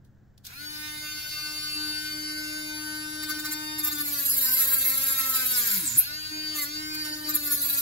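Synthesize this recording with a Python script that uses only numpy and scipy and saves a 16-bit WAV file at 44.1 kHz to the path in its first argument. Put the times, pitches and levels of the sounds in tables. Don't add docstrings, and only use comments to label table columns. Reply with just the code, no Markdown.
import sys
import numpy as np
from scipy import signal
from scipy.fft import rfft, irfft, next_fast_len
from scipy.io import wavfile
from scipy.ndimage import uniform_filter1d, map_coordinates

SR = 44100
rng = np.random.default_rng(int(sys.argv[2]) if len(sys.argv) > 2 else 0)


def int16_out(signal):
    q = np.round(np.clip(np.atleast_2d(signal).T, -1, 1) * 32767)
    wavfile.write(sys.argv[1], SR, q.astype(np.int16))


N = 344421
TIME = np.arange(N) / SR
ON_S, WARM_SPEED = 0.44, 307.5


def amp(db):
    return 10 ** (np.asarray(db) / 20)


def unit(x):
    return x / np.sqrt(np.mean(abs(x) ** 2) + 1e-20)


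def curve(rows, column=1):
    return np.interp(TIME, [r[0] for r in rows], [r[column] for r in rows])


def eq_db(points, hz):
    f, db = np.transpose(points)
    return np.interp(np.log(hz + 1), np.log(f), db)


def colour(x, response):
    size = next_fast_len(N + 4096)
    return unit(irfft(rfft(x, size) * response(np.fft.rfftfreq(size, 1 / SR)), size)[..., :N])


def equalise(x, points):
    return colour(x, lambda hz: amp(eq_db(points, hz)))


def drift(per_s):
    hz = np.fft.rfftfreq(8192, 1 / 1000)
    slow = irfft(rfft(rng.standard_normal(8192)) * np.exp(-(hz / per_s) ** 2))
    return np.interp(TIME, np.arange(8192) / 1000, unit(slow))


def stereo_noise(likeness):
    left, other = rng.standard_normal((2, N))
    return np.array([left, likeness * left + np.sqrt(1 - likeness ** 2) * other])


def swell(s, length):
    return np.exp(-np.pi * ((TIME - s) / length) ** 2) * (abs(TIME - s) < 2 * length)


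def pace(speed, power):
    return (np.maximum(speed, 1) / WARM_SPEED) ** power * (TIME > ON_S)


def scatter(x, decay_s, wet_db):
    t = np.arange(2048) / SR
    taps = amp(wet_db) * rng.standard_normal((2, len(t))) * np.exp(-t / decay_s)
    taps /= np.sqrt(decay_s * SR / 2)
    taps[:, 0] += 1
    heard = signal.oaconvolve(x[None], taps, axes=1)[:, :N]
    return heard * x.std() / heard.std(axis=1, keepdims=True)


# (frequency [Hz], relative level [dB])
ROOM_EQ = [(25, -11), (90, -10), (130, -10), (170, -13.5), (260, -17.5), (340, -24.5), (500, -30.5),
           (700, -31.5), (1150, -39.5), (1650, -33), (2400, -50), (7500, -51.5), (9500, -71), (15000, -52)]
# (frequency [Hz], level [dB])
FAN_TONES = [(88, -61.5), (128, -60), (200, -68)]


def room_tone():
    rumble = amp(-57.5) * equalise(stereo_noise(0.73), ROOM_EQ)
    fan = sum(amp(db) * np.sin(2 * np.pi * hz * TIME + 0.31 * drift(16)) for hz, db in FAN_TONES)
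    return rumble + np.sqrt(2) * fan


# (time [s], peak level [dB], decay [s])
SWITCH_CLICKS = [(0.049, -64.5, 0.014), (0.379, -51, 0.0049), (0.452, -40, 0.022), (0.468, -33.5, 0.0042)]


def switch():
    envelope = sum(amp(db) * np.exp(-abs(TIME - s) / np.where(TIME < s, decay * 0.22, decay))
                   for s, db, decay in SWITCH_CLICKS)
    snap_eq = [(400, -26), (2000, -8), (4000, 9), (9000, 0.5), (14500, 4)]
    return envelope * equalise(stereo_noise(0.15), snap_eq)


# (time [s], speed [turns/s])
GRAZE = [(3.2, 304.7), (3.53, 303.3)]
FIRST_CUT = [(3.78, 305), (4.05, 293.5), (4.35, 272.5), (4.43, 261), (4.53, 257.4), (4.69, 270),
             (4.84, 266), (5.05, 269.5), (5.33, 263.5), (5.54, 251.5), (5.7, 224), (5.8, 180), (5.89, 119),
             (5.957, 116)]
NICK = [(6.54, 306), (6.645, 287)]
SECOND_CUT = [(6.97, 306.6), (7.08, 303.8), (7.34, 303.4), (7.42, 295), (7.81, 277.3)]


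def shaft(cold_loss=7.5, warm_up_s=3.3, spin_up_s=0.058, let_go_s=0.016):
    def lag(s):
        return np.exp(-(np.maximum(TIME - s, 0) / spin_up_s) ** 1.2)

    free = WARM_SPEED - cold_loss * np.exp(-TIME / warm_up_s)
    speed, drag = free * (1 - lag(ON_S)), 0
    for contact in (GRAZE, FIRST_CUT, NICK, SECOND_CUT):
        start, end = contact[0][0], contact[-1][0]
        lost = np.maximum(free - curve(contact), 0) * (TIME > start)
        speed = speed - lost * lag(end)
        drag = drag + lost * np.exp(-np.clip((TIME - end) / let_go_s, 0, 20))
    return speed, drag


# (start [s], end [s], level change [dB])
HAND_LIFTS = [(0.4, 1.753, -10), (1.184, 1.42, -14), (1.93, 2.137, -4.5), (6.004, 6.31, -15),
              (6.39, 6.76, -2.5)]


def lift_db():
    return uniform_filter1d(sum(db * ((TIME > a) & (TIME < b)) for a, b, db in HAND_LIFTS), 900)


# (harmonic [number], level relative to the whine [dB])
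WHINE_HARMONICS = [(2, -21), (3, -15), (4, -15), (6, -11), (7, -7), (8, -20), (9, -20), (10, -9), (11, -17),
                   (12, -7), (13, -12), (14, -16), (16, -9), (17, -14), (18, -6), (19, -21), (20, -23),
                   (21, -16), (22, -15), (23, -13), (24, -14)]
# (frequency [Hz], level relative to the whine [dB])
BUZZ_EQ = [(7500, -20), (8200, -19), (9000, -23), (9800, -15), (10300, -9.5), (11000, -8), (11800, -26),
           (13500, -17), (15600, -16.5)]
# (time [s], whine level [dB], brush level [dB], shrill 15th harmonic level [dB])
MOTOR_FADERS = [(0.55, -48, -45, -43), (0.67, -46, -45, -39), (0.88, -40.5, -43.5, -44.5),
                (1.25, -42, -36, -37.5), (1.9, -41, -42, -31.5), (2.55, -39.5, -44.5, -43.5),
                (3.1, -41.5, -43, -43), (3.85, -41.5, -45, -39), (5.5, -34, -36, -36),
                (6.02, -43, -39, -36), (6.12, -46, -39, -36), (6.9, -42.5, -41.5, -37),
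                (7.8, -42, -43, -35.5)]


def whine(speed, turns, touch, grip, sway_per_s=1.78, flutter_per_s=30, hop=128):
    whine_db = curve(MOTOR_FADERS)[::hop]
    levels = {k: whine_db + eq_db(BUZZ_EQ, k * speed[::hop]) for k in range(25, 53)}
    levels.update({round(k): whine_db + db for k, db in WHINE_HARMONICS})
    levels[5] = whine_db - 2 - 4 * grip[::hop]
    levels[15] = (curve(MOTOR_FADERS, column=3) - grip)[::hop]
    desk_db = 2 + 0.4 * lift_db()[::hop]
    for k in range(2, 6):
        levels[k] += desk_db
    rates = np.fft.fftfreq(len(whine_db), hop / SR)
    out = np.zeros((2, N))
    for k in range(2, 53):
        noise = rng.standard_normal((3, len(rates))) + 1j * rng.standard_normal((3, len(rates)))
        sway = unit(np.fft.ifft(noise[:2] * np.exp(-(rates / sway_per_s) ** 2)))
        flutter = unit(np.fft.ifft(noise[2] * np.exp(-(rates / flutter_per_s) ** 2)))
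        sway_depth = 0.71 / 3 if k in (5, 15) else 0.71
        flutter_depth = (0.28 + 0.65 * touch[::hop]) * np.sqrt(k / 10)
        phase_spread = np.array([[1], [-1]]) * (np.pi / 4 + 0.51 * sway[0].imag)
        path = np.exp(1j * (2 * np.pi * rng.random() + phase_spread * rng.choice([-1, 1])))
        path *= (1 + sway_depth * sway) / np.hypot(1, sway_depth)
        path *= (1 + flutter_depth * flutter) / np.hypot(1, flutter_depth)
        gain = np.array([np.interp(TIME, TIME[::hop], side) for side in path * amp(levels[k])])
        out += (gain * np.exp(2j * np.pi * k * turns)).real
    return np.sqrt(2) * out * pace(speed, 10.5) * amp([[0.8], [-0.8]])


def scrape(speed, turns, memory_turns, fresh, wobble, uneven_db, steady_speed=255):
    spots_per_turn = 144
    wear = np.exp(-0.5 * (np.arange(-20, 21) / memory_turns) ** 2)
    track = signal.fftconvolve(rng.standard_normal((2400, spots_per_turn)), wear[:, None], "same", axes=0)
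    repeating = unit(map_coordinates(track.ravel(), [turns * spots_per_turn], order=3, mode="wrap"))
    runout = np.exp(wobble * np.cos(2 * np.pi * turns))
    pressure = runout * amp(uneven_db * drift(210))
    loose = np.clip(fresh + np.maximum(steady_speed - speed, 0) / 90, 0, 1)
    return pressure * (np.sqrt(1 - loose ** 2) * repeating + loose * rng.standard_normal(N))


# (frequency [Hz], relative level [dB])
BRUSH_EQ = [(300, -7), (900, -3), (1500, 6.5), (2600, 0), (4300, 8), (6000, 0.5), (9000, -12), (12500, 3),
            (15700, -24)]


def brushes(speed, turns, spark_db=-43, spark_fade_s=1.23):
    friction = scrape(speed, turns, memory_turns=7, fresh=0.2, wobble=0.4, uneven_db=0.8)
    buzz = amp(curve(MOTOR_FADERS, column=2)) * equalise(friction, BRUSH_EQ)
    buzz = scatter(buzz, decay_s=0.0036, wet_db=6.5)
    sparks = stereo_noise(0.1) * np.exp(0.84 * np.cos(2 * np.pi * turns))
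    fizz = equalise(sparks, [(900, -6), (2000, 15.5), (8000, 8.5), (13500, 19.5)])
    fade = np.exp(-((TIME - ON_S) / spark_fade_s) ** 2)
    return pace(speed, 0.71) * buzz + amp(spark_db) * pace(speed, 2.1) * fade * fizz


def shaken(modes, speed, turns, harmonic):
    gain = sum(amp(db) / (1 + (2 * (harmonic * speed - hz) / width) ** 2) ** 0.8
               for hz, width, db in modes)
    return gain * np.sqrt(2) * np.sin(2 * np.pi * harmonic * turns)


# (frequency [Hz], width [Hz], level [dB])
DESK_MODES = [(123, 13, -46), (194.5, 19, -39.5), (267, 22, -58), (303.5, 31, -43), (601, 330, -55)]


def shaft_hum(speed, turns, touch, grip, bind, waver_db=2.4):
    drive = amp(lift_db() + waver_db * touch * drift(35)) * np.maximum(pace(speed, 4.7), bind)
    desk = drive * shaken(DESK_MODES, speed, turns, harmonic=1) * amp([[1.8], [-2.0]])
    air = amp(-51) * pace(speed, 13) * np.cos(2 * np.pi * turns) * np.array([[1], [-1]])
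    wobble = amp(waver_db * drift(41) - 1) * grip * shaken(DESK_MODES, speed, turns, harmonic=2)
    return desk + air + wobble


# (time [s], peak level [dB])
TOOTH_BITES = [(3.237, -33.5), (3.299, -28), (3.398, -33), (3.457, -32), (3.525, -26), (3.794, -28.5),
               (3.847, -21.5), (3.877, -24.5), (3.925, -29), (4.01, -29), (4.601, -24), (4.739, -15),
               (5.202, -23), (5.353, -22), (6.562, -31.5), (6.585, -34), (6.635, -35), (6.949, -36.5),
               (7.053, -38), (7.299, -24.5), (7.355, -18), (7.521, -23.5), (7.667, -48), (7.79, -46)]


def cutting(speed, turns, grip, bite_s=0.021, chatter_hz=13.3):
    bites = np.sqrt(sum((amp(db) * swell(s, bite_s)) ** 2 for s, db in TOOTH_BITES))
    catch = np.minimum(bites / amp(-34), 1)
    chatter = amp(4 * np.sin(2 * np.pi * chatter_hz * TIME + 1.8 * drift(15)))
    steel = disc_ring(speed, turns, grip, bites, chatter)
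    plastic = barrel_rasp(speed, turns, grip, catch, chatter)
    return steel + plastic + barrel_knock(speed, turns, grip, catch)


# (frequency [Hz], width [Hz], relative level [dB])
DISC_MODES = [(11000, 260, -7), (11345, 130, 4), (12410, 190, 0), (12750, 320, -2), (13380, 200, -3),
              (13610, 150, -6), (14700, 500, -13), (15480, 450, -7)]


def disc_ring(speed, turns, grip, bites, chatter, break_free_s=5.991):
    def steel(hz):
        modes = sum(amp(db) / (1 + 2j * (hz - f) / width) for f, width, db in DISC_MODES)
        return modes / (1 + (9800 / (hz + 1)) ** 12)

    sustain = amp(-20) * grip ** 1.23 * pace(speed, 2.06) * chatter
    release = amp(-13) * swell(break_free_s, 0.028)
    envelope = np.sqrt(sustain ** 2 + bites ** 2 + release ** 2)
    friction = scrape(speed, turns, memory_turns=11.3, fresh=0.58, wobble=0.86, uneven_db=0)
    return scatter(envelope * colour(friction, steel), decay_s=0.005, wet_db=8)


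# (frequency [Hz], relative level [dB])
PLASTIC_EQ = [(200, -16.5), (520, -12), (780, -33), (1000, 0), (1200, -9.5), (1900, 9), (2700, 0.5),
              (3600, 2), (4800, 7), (5800, 0.5), (7200, 8.5), (9500, -0.5), (12000, -16.5), (15700, 6)]


def barrel_rasp(speed, turns, grip, catch, chatter):
    sustain = amp(-28) * grip * pace(speed, 0.82) * chatter ** 0.35
    envelope = np.hypot(sustain, amp(-34) * catch)
    gouges = scrape(speed, turns, memory_turns=2.8, fresh=0.12, wobble=0.6, uneven_db=1.4)
    return scatter(envelope * equalise(gouges, PLASTIC_EQ), decay_s=0.0049, wet_db=7)


# (frequency [Hz], width [Hz], level [dB])
BARREL_MODES = [(1198, 150, -44.5), (1790, 200, -54)]


def barrel_knock(speed, turns, grip, catch):
    body = sum(amp(3 * drift(16)) * shaken(BARREL_MODES, speed, turns, k) for k in range(4, 8))
    return (amp(-1) * grip * pace(speed, 5.9) + amp(-4) * catch) * body


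# (time [s], length [s], level [dB], harmonic [number])
SLOT_SQUEAKS = [(5.31, 0.24, -40.5, 5), (6.614, 0.06, -37.5, 7)]


def slot_squeaks(turns):
    return sum(amp(db) * swell(s, length) * unit(np.sin(2 * np.pi * round(k) * turns))
               for s, length, db, k in SLOT_SQUEAKS)


# (time [s], length [s], level [dB])
SQUEAL_FLARES = [(5.71, 0.036, -40), (5.877, 0.028, -31.5), (5.989, 0.02, -17.5)]


def squeal(speed, bind, teeth=60, jitter=0.05):
    hz = teeth * speed * (1 + jitter * unit(uniform_filter1d(rng.standard_normal(N), 14)))
    whistle = np.sin(2 * np.pi * np.cumsum(hz) / SR) * amp(2 * drift(320))
    envelope = amp(-35) * bind + sum(amp(db) * swell(s, length) for s, length, db in SQUEAL_FLARES)
    return scatter(envelope * unit(whistle), decay_s=0.003, wet_db=-2)


def hand_sway(x, lag_s=7e-5):
    right = map_coordinates(x[1], [(TIME - lag_s * drift(1)) * SR], order=3, mode="nearest")
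    return np.array([x[0], right])


def walls(x, t60_s=0.3, wet_db=-12):
    t = np.arange(SR // 2) / SR
    tail = rng.standard_normal((2, len(t))) * amp(-60 * t / t60_s) * (t > 0.006)
    tail = signal.sosfilt(signal.butter(2, 800, "high", fs=SR, output="sos"), tail)
    return x + amp(wet_db) * signal.oaconvolve(x, tail / np.linalg.norm(tail[0]), axes=1)[:, :N]


def scene():
    speed, drag = shaft()
    touch = np.tanh(drag / 0.37)
    grip = np.tanh(drag / 33.65)
    bind = np.tanh((drag / 48) ** 3)
    speed = speed * (1 + (0.00092 + 0.00363 * grip) * drift(39))
    turns = np.cumsum(speed) / SR
    judder = amp((0.4 + 1.2 * touch) * drift(16))
    grit = switch() + brushes(speed, turns) + cutting(speed, turns, grip)
    squeaks = slot_squeaks(turns) + squeal(speed, bind)
    motor = judder * whine(speed, turns, touch, grip) + shaft_hum(speed, turns, touch, grip, bind)
    return room_tone() + motor + walls(hand_sway(grit + squeaks))


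def record(dry, cutoff_hz=15760):
    high_cut = signal.firwin(1023, cutoff_hz, window=("kaiser", 9), fs=SR)
    return signal.oaconvolve(dry, high_cut[None], "same")


dry = scene()
out = record(dry)
int16_out(out)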